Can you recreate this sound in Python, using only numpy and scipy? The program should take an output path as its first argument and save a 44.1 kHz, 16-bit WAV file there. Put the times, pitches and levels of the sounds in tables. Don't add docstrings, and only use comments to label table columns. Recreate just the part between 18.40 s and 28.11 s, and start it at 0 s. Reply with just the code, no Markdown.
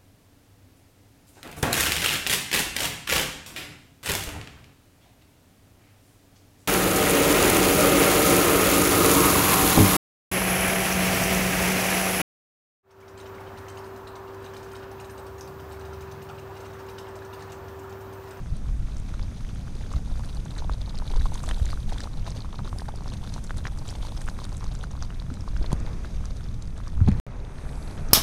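import sys
import numpy as np
from scipy import signal
from scipy.fft import rfft, irfft, next_fast_len
from scipy.io import wavfile
from scipy.ndimage import uniform_filter1d, map_coordinates

SR = 44100
rng = np.random.default_rng(int(sys.argv[2]) if len(sys.argv) > 2 else 0)


def elevation(decibels):
    levels = np.asarray(decibels, float)
    return 10 ** (levels / 20)


def wrap_up_sound(samples):
    columns = np.atleast_2d(samples).T
    tamed = np.clip(columns, -1, 1)
    steps = np.round(tamed * 32767).astype(np.int16)
    wavfile.write(sys.argv[1], SR, steps)


N = 428211


def unit(x):
    return x / np.sqrt(np.mean(x ** 2) + 1e-20)


def curves(rows):
    s, *cols = np.transpose(rows)
    return [np.interp(np.arange(N) / SR, s, c) for c in cols]


def swells(rows):
    at, half, *rises = np.transpose(rows)
    coarse_t = np.arange(0, N, 64)[:, None] / SR
    humps = np.exp(-((coarse_t - at) / half) ** 2)
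    return [np.repeat(humps @ rise, 64)[:N] for rise in rises]


def wobble(rate):
    knots = rng.standard_normal(int(N * rate / SR) + 4)
    return map_coordinates(knots, [np.arange(N) * rate / SR])


def coloured(x, points):
    m = next_fast_len(N + 8192)
    f, db = np.transpose(points)
    log_hz = np.log(np.fft.rfftfreq(m, 1 / SR) + 1)
    gain = elevation(np.interp(log_hz, np.log(f + 1), db))
    return unit(irfft(rfft(x, m) * gain, m)[:N])


def patchy():
    z = signal.stft(rng.standard_normal(N), nperseg=256)[2]
    across_hz = uniform_filter1d(rng.standard_normal(z.shape), 4, 0)
    field = uniform_filter1d(across_hz, 6, 1)
    return signal.istft(z * elevation(1.2 * unit(field)), nperseg=256)[1][:N]


def blips(s, db, hz, t60, rise, attack, size):
    t = np.arange(size) / SR
    s, db, hz, t60 = (np.asarray(v)[:, None] for v in (s, db, hz, t60))
    phase = 2 * np.pi * hz * t * (1 + rise * t / t60 / 2)
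    onset = 1 - np.exp(-t * hz / attack)
    wave = elevation(db - 60 * t / t60) * onset * np.sin(phase)
    at = np.round(s * SR).astype(int) + np.arange(size)
    return np.bincount(at.ravel(), wave.ravel(), N + SR)[:N]


def clusters(s, db, hz, spread, smear, t60, count, size):
    g = rng.standard_normal((len(s), count, 3))
    fan = np.linspace(-1.4, 1.4, count) + .35 * g[..., 0]
    pitch = np.clip(hz[:, None] * np.exp(spread * fan), 500, 14500).ravel()
    level_db = (db[:, None] + 1.6 * g[..., 1] - 3.5 * fan ** 2).ravel()
    level_db = level_db - 4 * np.maximum(pitch / 1000 - 9, 0)
    late = smear * (1 + np.tanh(g[..., 2])) / 2
    return blips((s[:, None] + late).ravel(), level_db, pitch, t60 + 0 * pitch, rise=0.092, attack=1.5, size=size)


# [centre t/s, half length t/s, wind rise level/dB, hand rise level/dB]
GUSTS = [(.13, 0.019, 8, 5.5), (0.33, 0.098, 8, 0), (1.564, 0.0073, 13.5, 12), (1.705, 0.094, 7, 2),
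         (2.315, 0.047, 8, 0.5), (2.791, 0.097, 11.5, -1), (3.212, 0.25, 8, -1), (3.455, 0.24, -1.5, 1.5),
         (7.183, 0.11, 12.5, 1.5), (7.41, 0.058, 11.5, 1.5), (7.746, 0.045, 11.5, 0),
         (8.59, 0.078, 10.5, -1.5), (8.667, 0.11, 6, 15)]
# [f/Hz, level/dB per Hz]
BUFFET = [(8, -5), (22, 2), (40, -2.5), (62, -4.5), (85, -23.5), (150, -30.5), (300, -120)]
# [f/Hz, level/dB per Hz]
HANDLING = [(30, -120), (55, -9), (80, 0), (130, -3.5), (220, -13), (310, -23.5), (400, -43), (900, -120)]
# [t/s, peak level/dB, f/Hz, t60 t/s]
KNOCKS = [(1.547, -11, 59.3, 0.092), (2.283, -27, 70, 0.056), (3.215, -6.5, 63.7, 0.074),
          (6.914, -25, 250.3, 0.052), (7.195, -11.5, 42.3, 0.12), (7.212, -21, 292, 0.016),
          (7.242, -25.5, 400, 0.0074), (7.3299, -1.5, 134, 0.014), (2.796, -16, 53.1, 0.15),
          (8.613, -4, 94, 0.12), (8.678, -14, 130, 0.029), (8.6849, -6.5, 199, 0.063)]


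def rumble():
    wind_db, hand_db = swells(GUSTS)
    wind = elevation(1.75 * wobble(10)) * coloured(rng.standard_normal(N), BUFFET)
    grip = elevation(1.6 * wobble(25)) * coloured(rng.standard_normal(N), HANDLING)
    buffet = elevation(-31 + wind_db) * unit(wind)
    handling = elevation(-37 + hand_db) * unit(grip)
    s, db, hz, t60 = np.transpose(KNOCKS)
    knocks = blips(s, db + 0.5, hz, np.clip(t60, .01, .15), rise=0, attack=0.18, size=6000)
    return buffet + handling + knocks


# [start t/s, end t/s]
DROPOUT = (8.7995, 8.866)
# [centre t/s, half length t/s, rise level/dB]
STEAM = [
    (9.38, 0.38, 14.5),
]
# [f/Hz, level/dB per Hz]
PUFF = [(3000, -34), (5000, -14.5), (7000, -3.5), (8500, 11), (11000, 1), (13300, -7), (15400, -36)]
# [centre t/s, half length t/s, share of direct sound]
RIM = [
    (9.47, .14, .9),
]


def steam():
    lag_s = .00028
    hiss = coloured(patchy(), PUFF)
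    echo = np.interp(np.arange(N) - lag_s * SR, np.arange(N), hiss)
    share = np.clip(swells(RIM)[0], 0, 1)
    later = np.arange(N) / SR > DROPOUT[0]
    return later * elevation(-72.5 + swells(STEAM)[0]) * (hiss + share * echo)


# [t/s, fizz level/dB]
BOIL = [(0.0, -58), (1.15, -55.5), (1.81, -55.5), (1.93, -56), (2.81, -58), (2.94, -54.5), (4.53, -58.5),
        (4.94, -55), (5.29, -60), (5.53, -55), (6.44, -59), (6.88, -58.5), (7.61, -54.5), (8.3, -60.5),
        (8.62, -60.5), (8.79, -58)]
# [centre t/s, half length t/s, rise level/dB]
POURS = [
    (1.9, 0.21, 3),
    (3.1, 0.47, 5.5),
    (4.4, 0.1, 6),
    (5.05, 0.32, 3),
    (5.5, 0.2, 3),
    (5.85, 0.18, 5),
    (6.15, 0.1, 2),
]


def beds():
    boil_db, steam_db = curves(BOIL)[0], swells(STEAM)[0]
    excess_db = boil_db + 58.5
    first = [-50 + 0.27 * excess_db, boil_db - 3.5, -67.5 + 0.53 * excess_db + swells(POURS)[0]]
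    later = [-42.5 + 0 * steam_db, -62 + 0.21 * steam_db, -78 + 0 * steam_db]
    return np.where(np.arange(N) / SR > DROPOUT[0], later, first)


def stirred(pops):
    highpass = signal.butter(2, 2000, "highpass", fs=SR, output="sos")
    bright = np.abs(signal.sosfilt(highpass, pops))
    busy = np.abs(uniform_filter1d(uniform_filter1d(bright, size=700), size=700))
    return 20 * np.log10(1 + .5 * busy / np.mean(busy))


def swarm(s, db, hz, spread, cycles, size):
    g = np.clip(rng.standard_normal((len(s), 3)), -2, 2)
    pitch = np.clip(hz * np.exp(spread * g[:, 0]), 100, 15000)
    t60 = cycles * np.exp(.35 * g[:, 2]) / pitch
    return unit(blips(s, db + 3.5 * g[:, 1], pitch, t60, rise=.2, attack=.5, size=size))


def spatter(s, db, width):
    gate = np.bincount(np.round(s * SR).astype(int), elevation(db), N + 1)[:N]
    t = np.arange(400) / SR / width
    return signal.fftconvolve(gate, t * np.exp(-t))[:N] * rng.standard_normal(N)


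# [t/s, level/dB of the pops over the beds]
NEAR = [
    (0, -6.5),
    (1.4, -3.5),
    (2, 0.5),
    (6.8, 0),
    (7.4, -6.5),
    (8.8, 0.5),
    (8.9, -3.5),
    (9.71, -7.5),
]
# [centre t/s, half length t/s, rise level/dB]
SCRAPES = [
    (7.45, 0.21, 7),
    (8.76, 0.11, 7.5),
    (8.684, 0.011, 11),
]
# [f/Hz, level/dB per Hz]
SEETHE = [(180, 4.5), (300, 3), (459, -0.5), (954, -7), (1460, -9.5), (1720, -12.5), (2600, -16.5),
          (3380, -44), (5720, -120)]
# [f/Hz, level/dB per Hz]
FIZZ = [(1290, -35), (2200, 7), (2880, 7), (3630, 9.5), (4430, 5.5), (4770, 9), (5190, 6.5), (6330, 10),
        (7200, 2), (9360, -35), (15800, -120)]
# [f/Hz, level/dB per Hz]
RUSTLE = [(3530, -59), (6000, -9), (6480, -26), (7220, -7), (8790, -2.5), (11100, -10), (12700, -16),
          (14300, -17), (15700, -36)]


def simmer(pops):
    seethe_db, fizz_db, rustle_db = beds()
    surge, stir_db = np.tanh(wobble(15)), stirred(pops)
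    froth = np.minimum(wobble(32), 1.2)
    density = elevation(2.5 * surge + 6 * froth + .4 * stir_db)
    near = elevation(curves(NEAR)[0])

    u = rng.random((1200, 2))
    s = np.interp(u[:, 0], np.cumsum(density) / np.sum(density), np.arange(N) / SR)
    db = -3.5 * np.log(u[:, 1] + .2)
    apart = .02 * rng.standard_normal(len(s)) * (rng.random(len(s)) < .5)
    low = np.clip(s + apart, 0, N / SR)

    bubbles = 0.55 * swarm(low, db, hz=1050, spread=0.55, cycles=4.5, size=500)
    drops = 0.89 * swarm(s, db, hz=3790, spread=0.11, cycles=29, size=300)
    spray = 0.75 * coloured(spatter(s, db, width=0.0013), FIZZ)
    mist = 0.55 * coloured(spatter(low[::-1], db, width=0.004), RUSTLE)

    seethe = elevation(swells(SCRAPES)[0]) * coloured(patchy(), SEETHE) + near * bubbles
    fizz = coloured(patchy(), FIZZ) + near * (drops + spray)
    rustle = coloured(patchy(), RUSTLE) + near * mist
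    return (elevation(seethe_db + 0.43 * surge + 0.36 * stir_db) * seethe
            + elevation(fizz_db + 0.15 * surge + 0.48 * stir_db) * fizz
            + elevation(rustle_db + 0.5 * surge + 0.28 * stir_db) * rustle)


# [t/s, peak level/dB, f/Hz]
SNAPS = [(0.5684, -36, 6690), (1.5278, -37.5, 7180), (1.948, -36, 6790), (2.5868, -36.5, 6870),
         (2.9422, -30.5, 7770), (3.0321, -35, 8440), (3.0398, -34, 7260), (3.0599, -36, 8303),
         (3.09, -28, 8067), (3.256, -32, 8170), (3.6042, -32, 6630), (3.9043, -34.5, 6530),
         (4.385, -33, 8310), (4.7369, -37.5, 7560), (4.94, -31.5, 6847), (5.0405, -34, 8225),
         (5.1714, -36.5, 8175), (5.3865, -37.5, 7610), (5.4801, -34.5, 7060), (5.506, -36.5, 8090),
         (5.809, -36.5, 6680), (5.8159, -33, 8230), (6.0518, -37, 8745), (6.1685, -34, 8450),
         (6.242, -37, 6180), (6.4355, -38.5, 8160), (7.3286, -24.5, 8960), (7.855, -34, 6643),
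         (8.2239, -35.5, 7027), (9.687, -39, 6390),
         (0.1678, -43.0, 8460), (0.583, -43.5, 6720), (0.599, -43.5, 8274), (1.1487, -44, 7580),
            (1.3538, -43, 7606), (1.533, -44, 7953), (1.8584, -38.5, 7583), (2.0534, -38.5, 6700),
            (2.1096, -40.5, 6760), (2.1806, -39.5, 8160), (2.956, -36, 7530), (3.4967, -39.5, 8640),
            (3.5813, -39.5, 7280), (3.6338, -39, 8630), (5.86, -42, 8740), (4.559, -39.5, 8500),
            (4.636, -40.0, 6370), (8.142, -43, 6050), (4.7012, -43, 6630), (5.0453, -39, 8370),
            (5.067, -40, 6510), (5.1802, -36, 8810), (5.374, -43, 6627), (5.489, -40, 8250),
            (5.667, -40, 6740), (5.888, -39.5, 7500), (5.898, -40.5, 6865), (6.0416, -34.5, 6660),
            (6.128, -42.0, 6440), (6.141, -42, 8080), (6.179, -39.5, 8430), (6.1972, -43, 6470),
            (6.204, -43, 6516), (6.3398, -43, 8990), (6.3517, -37, 6990), (6.3901, -43.0, 6760),
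            (6.5129, -38.5, 6170), (6.092, -42.5, 8500), (8.255, -44.5, 5220), (6.94, -39, 6700),
            (7.0079, -44, 6270), (7.1729, -41, 6125), (7.3173, -39.5, 6734), (7.4009, -39.0, 6790),
            (8.274, -43, 5395), (7.9686, -43.5, 6760), (8.3774, -39.5, 6610), (8.4785, -39.5, 6322),
            (8.6869, -36, 7360), (8.7157, -42.0, 6420)]


def snaps():
    s, db, hz = np.transpose(SNAPS)
    return clusters(s - .0003, db + 2.5, .96 * hz, spread=.25, smear=.0014, t60=.0035, count=8, size=250)


# [t/s, peak level/dB, f/Hz]
SPITS = [(0.8271, -39, 4490), (1.8466, -38, 4186), (1.8945, -34, 3666), (1.9688, -37.5, 3887),
         (2.185, -36.5, 4150), (2.3345, -35.5, 3930), (2.415, -33, 3986), (2.4939, -36, 3820),
         (2.5536, -36, 4620), (2.5767, -32.5, 4573), (2.587, -31.5, 4140), (2.6762, -34.5, 3895),
         (2.7166, -35.5, 3455), (2.762, -34.5, 4020), (2.7955, -36.5, 4040), (2.819, -38, 3482),
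         (2.9473, -34, 4020), (2.9774, -36, 3457), (3.0707, -34, 4180), (3.0889, -27.5, 3830),
         (3.1125, -26.5, 2800), (3.289, -38.5, 3575), (3.3094, -36, 4380), (3.3179, -34, 4144),
         (3.492, -34, 3640), (3.524, -37, 4893), (3.6049, -29, 4627), (3.9166, -34.5, 4516),
         (3.9681, -34.5, 4160), (4.005, -31.5, 3940),
         (4.2756, -37.5, 3996), (4.68, -37, 4920), (4.7364, -34.5, 3780), (4.939, -36, 4110),
              (5.1844, -36, 3975), (5.2551, -35.5, 2670), (5.2721, -30.5, 5487), (5.489, -34, 4350),
              (5.6682, -36, 4440), (5.776, -37, 4790), (5.8978, -36.5, 4305), (6.0427, -34.5, 4435),
              (6.625, -28.5, 5380), (6.799, -37, 4020), (7.0859, -37.5, 4475), (7.1657, -39.5, 2917),
              (7.2275, -35.5, 4468), (7.2613, -31, 3718), (7.3289, -34, 4090), (7.4638, -39, 3890),
              (8.222, -40, 3905), (8.6872, -36, 3736), (9.0483, -38.5, 3395), (9.1809, -40.5, 4388),
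              (9.33, -40, 3065), (9.4265, -39, 4130), (9.476, -41, 3833), (9.5093, -40, 4387),
              (9.5775, -41.5, 3260), (9.5853, -42.5, 4220),
         (0.4722, -40, 1918), (0.881, -38.5, 2324), (1.089, -42, 2884), (2.0014, -42.0, 4157),
         (2.1055, -36.5, 3736), (2.1523, -41.0, 3924), (0.795, -41.5, 3620), (2.1988, -41.0, 4110),
         (2.244, -40.5, 3618), (6.287, -42, 4640), (2.315, -42.5, 3706), (2.3246, -41.5, 3787),
         (2.46, -39.5, 3848), (2.502, -40, 3515), (2.6567, -41, 4080), (2.7018, -39.5, 4800),
         (2.7712, -38.5, 4553), (2.885, -39.5, 4335), (2.9922, -38.0, 3612), (3.1448, -33.5, 3769),
         (3.192, -39.5, 3385), (3.256, -39, 3945), (3.2987, -40.5, 4165), (3.3395, -39.5, 4180),
         (3.403, -40.5, 4245), (3.5426, -41.5, 3630), (3.5817, -33.5, 3440), (3.636, -38.0, 3840),
         (3.7322, -35, 3670), (3.773, -40.5, 4060), (3.7956, -40, 4270), (3.865, -39.5, 4150),
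         (3.8975, -39.5, 4095), (3.9031, -39.5, 5240), (5.7695, -40, 5207), (2.8382, -40, 3877),
         (3.9773, -39.0, 3447), (4.0193, -39.0, 3790), (2.868, -40, 3500), (4.1564, -38.0, 4210),
         (4.1856, -42, 4030), (3.43, -40.5, 3450), (4.3849, -37, 4830), (4.4048, -39.5, 4677),
         (4.5586, -42, 5040), (4.5731, -42, 3880), (4.7008, -39.5, 4075), (4.7208, -39, 2690),
              (4.8375, -39.0, 3877), (4.8746, -41, 3890), (4.8929, -40.5, 4837), (5.1774, -40, 3953),
              (6.001, -40, 4197), (5.3874, -36.5, 4890), (5.4965, -38.5, 4883), (5.5024, -37, 5136),
              (5.5149, -42.5, 3723), (5.7196, -39.5, 3775), (6.0508, -37.5, 3710), (6.1257, -39.0, 5196),
              (5.268, -35.5, 3660), (6.268, -40, 5010), (6.2411, -39, 5420), (6.3144, -37, 3988),
              (6.3515, -37.5, 5160), (6.4112, -38, 3465), (6.4343, -41.0, 3713), (6.5131, -36.5, 5578),
              (6.5653, -42.0, 4130), (6.6372, -40.5, 4140), (6.7043, -40.5, 2660), (9.354, -42, 4594),
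              (9.001, -42, 3954), (9.293, -43, 4390), (7.0076, -40, 5277), (8.087, -42, 3790),
              (7.1724, -41.5, 5760), (7.318, -39, 3400), (7.909, -42, 4520), (7.5321, -37.5, 3958),
              (7.856, -36.5, 5260), (7.9683, -43.0, 5015), (8.4788, -37.5, 4985), (8.6632, -40.5, 3820),
              (8.6779, -41.0, 3006), (8.041, -41, 4812), (8.7169, -37.0, 2857), (9.1573, -43.0, 3060)]


def spits():
    s, db, hz = np.transpose(SPITS)
    return clusters(s - .0004, db + 6.0, hz, spread=.11, smear=.002, t60=0.0049, count=4, size=400)


# [t/s, peak level/dB, f/Hz]
PLOPS = [(1.5373, -27.5, 1109), (2.183, -35, 1820), (2.2216, -30, 871), (2.6218, -29.5, 914),
         (2.7575, -29.5, 948), (2.8567, -22.5, 1020), (2.8633, -31, 1062), (2.9201, -29.5, 868),
         (2.9561, -30.5, 926), (3.0374, -28, 1090), (3.174, -34.0, 826), (3.3302, -25.5, 1164),
         (3.3744, -33.5, 1390), (3.5229, -26, 753), (3.5603, -34, 980), (3.6046, -29, 1701),
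         (3.6561, -33.5, 823), (3.673, -30.5, 1163), (3.8766, -28, 953), (4.0466, -32.5, 1052),
         (4.3971, -34, 1670), (4.4875, -24.5, 813), (5.6496, -33.5, 910), (5.8788, -29.5, 1515),
         (5.9896, -31.5, 1158), (6.0176, -31.5, 950), (6.4393, -26.5, 1390), (6.5524, -36, 1046),
         (6.902, -32.5, 1318), (7.0776, -28, 1043), (7.165, -30.0, 1462), (7.3182, -26.5, 985),
         (8.6864, -29.5, 803)]
# [t/s, peak level/dB, f/Hz]
SPLATS = [(1.516, -32, 1020), (1.7952, -33.5, 943), (2.2464, -31, 714), (2.296, -21.5, 1084),
          (2.7377, -28, 932), (3.09, -25.5, 1720), (3.097, -37.5, 990), (3.1114, -21, 1710),
          (3.1118, -25, 2650), (3.6421, -34.5, 970), (3.8656, -33.5, 910), (4.13, -33.5, 965),
          (4.1428, -32.5, 1034), (4.1913, -27, 1173), (4.3286, -27.0, 1033), (4.4193, -28.5, 840),
          (4.5395, -33, 710), (4.659, -32.5, 984), (4.9623, -30.5, 885), (5.0951, -33.5, 1353),
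          (5.1073, -22.0, 1466), (5.2535, -21.5, 1610), (5.2693, -22, 1873), (5.7218, -33, 880),
          (5.886, -22.5, 1406), (6.2415, -34, 815), (6.6245, -27, 1296), (6.704, -33.5, 1390),
          (7.2444, -31, 920), (7.3289, -23.5, 859), (7.475, -34.5, 880), (7.6473, -29.0, 1410),
          (8.605, -33.5, 1325), (8.6772, -26.5, 823)]
# [t/s, peak level/dB, f/Hz]
BLUBS = [(0.0601, -38.5, 1475), (0.29, -40.5, 1043), (0.4853, -39.5, 1257), (0.7403, -33.5, 1277),
         (0.795, -36.5, 1270), (1.2726, -38.5, 1198), (1.28, -37, 1397), (1.715, -38.0, 704),
         (1.756, -37.5, 1280), (1.8076, -37, 940), (1.8368, -36.5, 1440), (1.9728, -39.5, 810),
         (2.058, -36, 806), (2.2403, -37.0, 940), (2.476, -35, 885), (2.543, -36.5, 917),
         (2.5997, -35.5, 1320), (3.1989, -36, 1530), (3.9938, -38.5, 1114), (4.0563, -38.5, 1302),
         (4.2038, -35.0, 900), (0.692, -41, 1800), (0.7951, -37, 2000), (0.915, -41, 1880),
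         (1.411, -39, 1990), (4.2559, -34, 993), (4.2742, -37.0, 1470), (4.3605, -36, 695),
         (4.4826, -37.0, 700), (4.6215, -36, 964), (4.6764, -36, 1230), (4.7207, -36, 962),
         (4.7361, -36, 1575), (4.8304, -36, 936), (4.9018, -39, 710)]
# [t/s, peak level/dB, f/Hz]
BLUPS = [(4.98, -36, 1380), (5.3742, -37.5, 1410), (5.3838, -37, 852), (5.421, -35.0, 902),
         (5.4902, -34.5, 657), (5.5266, -36, 1005), (5.552, -35.0, 772), (5.6303, -34.5, 1113),
         (5.8689, -35.0, 1110), (5.9146, -36.5, 872), (6.0512, -34.5, 1296), (6.1227, -36.5, 874),
         (6.2091, -35, 1030), (6.2225, -36, 1150), (6.2291, -32, 1040), (6.3144, -38.5, 782),
         (6.3513, -37.5, 1410), (7.307, -35, 1700), (6.536, -40, 897), (6.5767, -36, 1158),
         (6.8189, -38.5, 922), (7.0402, -38, 1003), (7.2159, -38, 710), (7.243, -35, 1960),
         (7.8082, -39.5, 895), (7.84, -36.5, 1250), (7.8552, -36, 1216), (8.578, -37, 1190),
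         (8.4739, -34.5, 1165), (8.7165, -32.5, 1893), (8.9227, -36.5, 1012), (9.1149, -38, 1330),
         (9.4815, -37.5, 1075)]


def bursts():
    s, db, hz = np.transpose(PLOPS + SPLATS + BLUBS + BLUPS)
    cycles = np.repeat([14, 7, 8], [len(PLOPS), len(SPLATS), len(BLUBS + BLUPS)])
    ring = blips(s, db + 45 / cycles - .7, hz, cycles / hz, rise=.15, attack=.35, size=1000)
    suction = blips(s + .4 / hz, db + 5 - cycles / 2, .6 * hz, 3 / hz, rise=0, attack=.1, size=300)
    tearing_skin = blips(s, db - 6.5, 1.7 * hz, .003 + 0 * s, rise=.3, attack=.5, size=200)
    return ring - suction + tearing_skin


def scene():
    pops = bursts() + spits() + snaps()
    return (pops + simmer(pops) + rumble() + steam())[None]


def top_cut(x):
    return signal.sosfilt(signal.butter(12, 15820, fs=SR, output="sos"), x)


def record(dry):
    t = np.arange(N) / SR
    start, end = DROPOUT
    fade = elevation(np.interp(t, (end, end + 0.72), (-5, 0)))
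    mix = dry * np.where(t < start, 1, fade * (t > end))
    return top_cut(mix)


dry = scene()
out = record(dry)
wrap_up_sound(out)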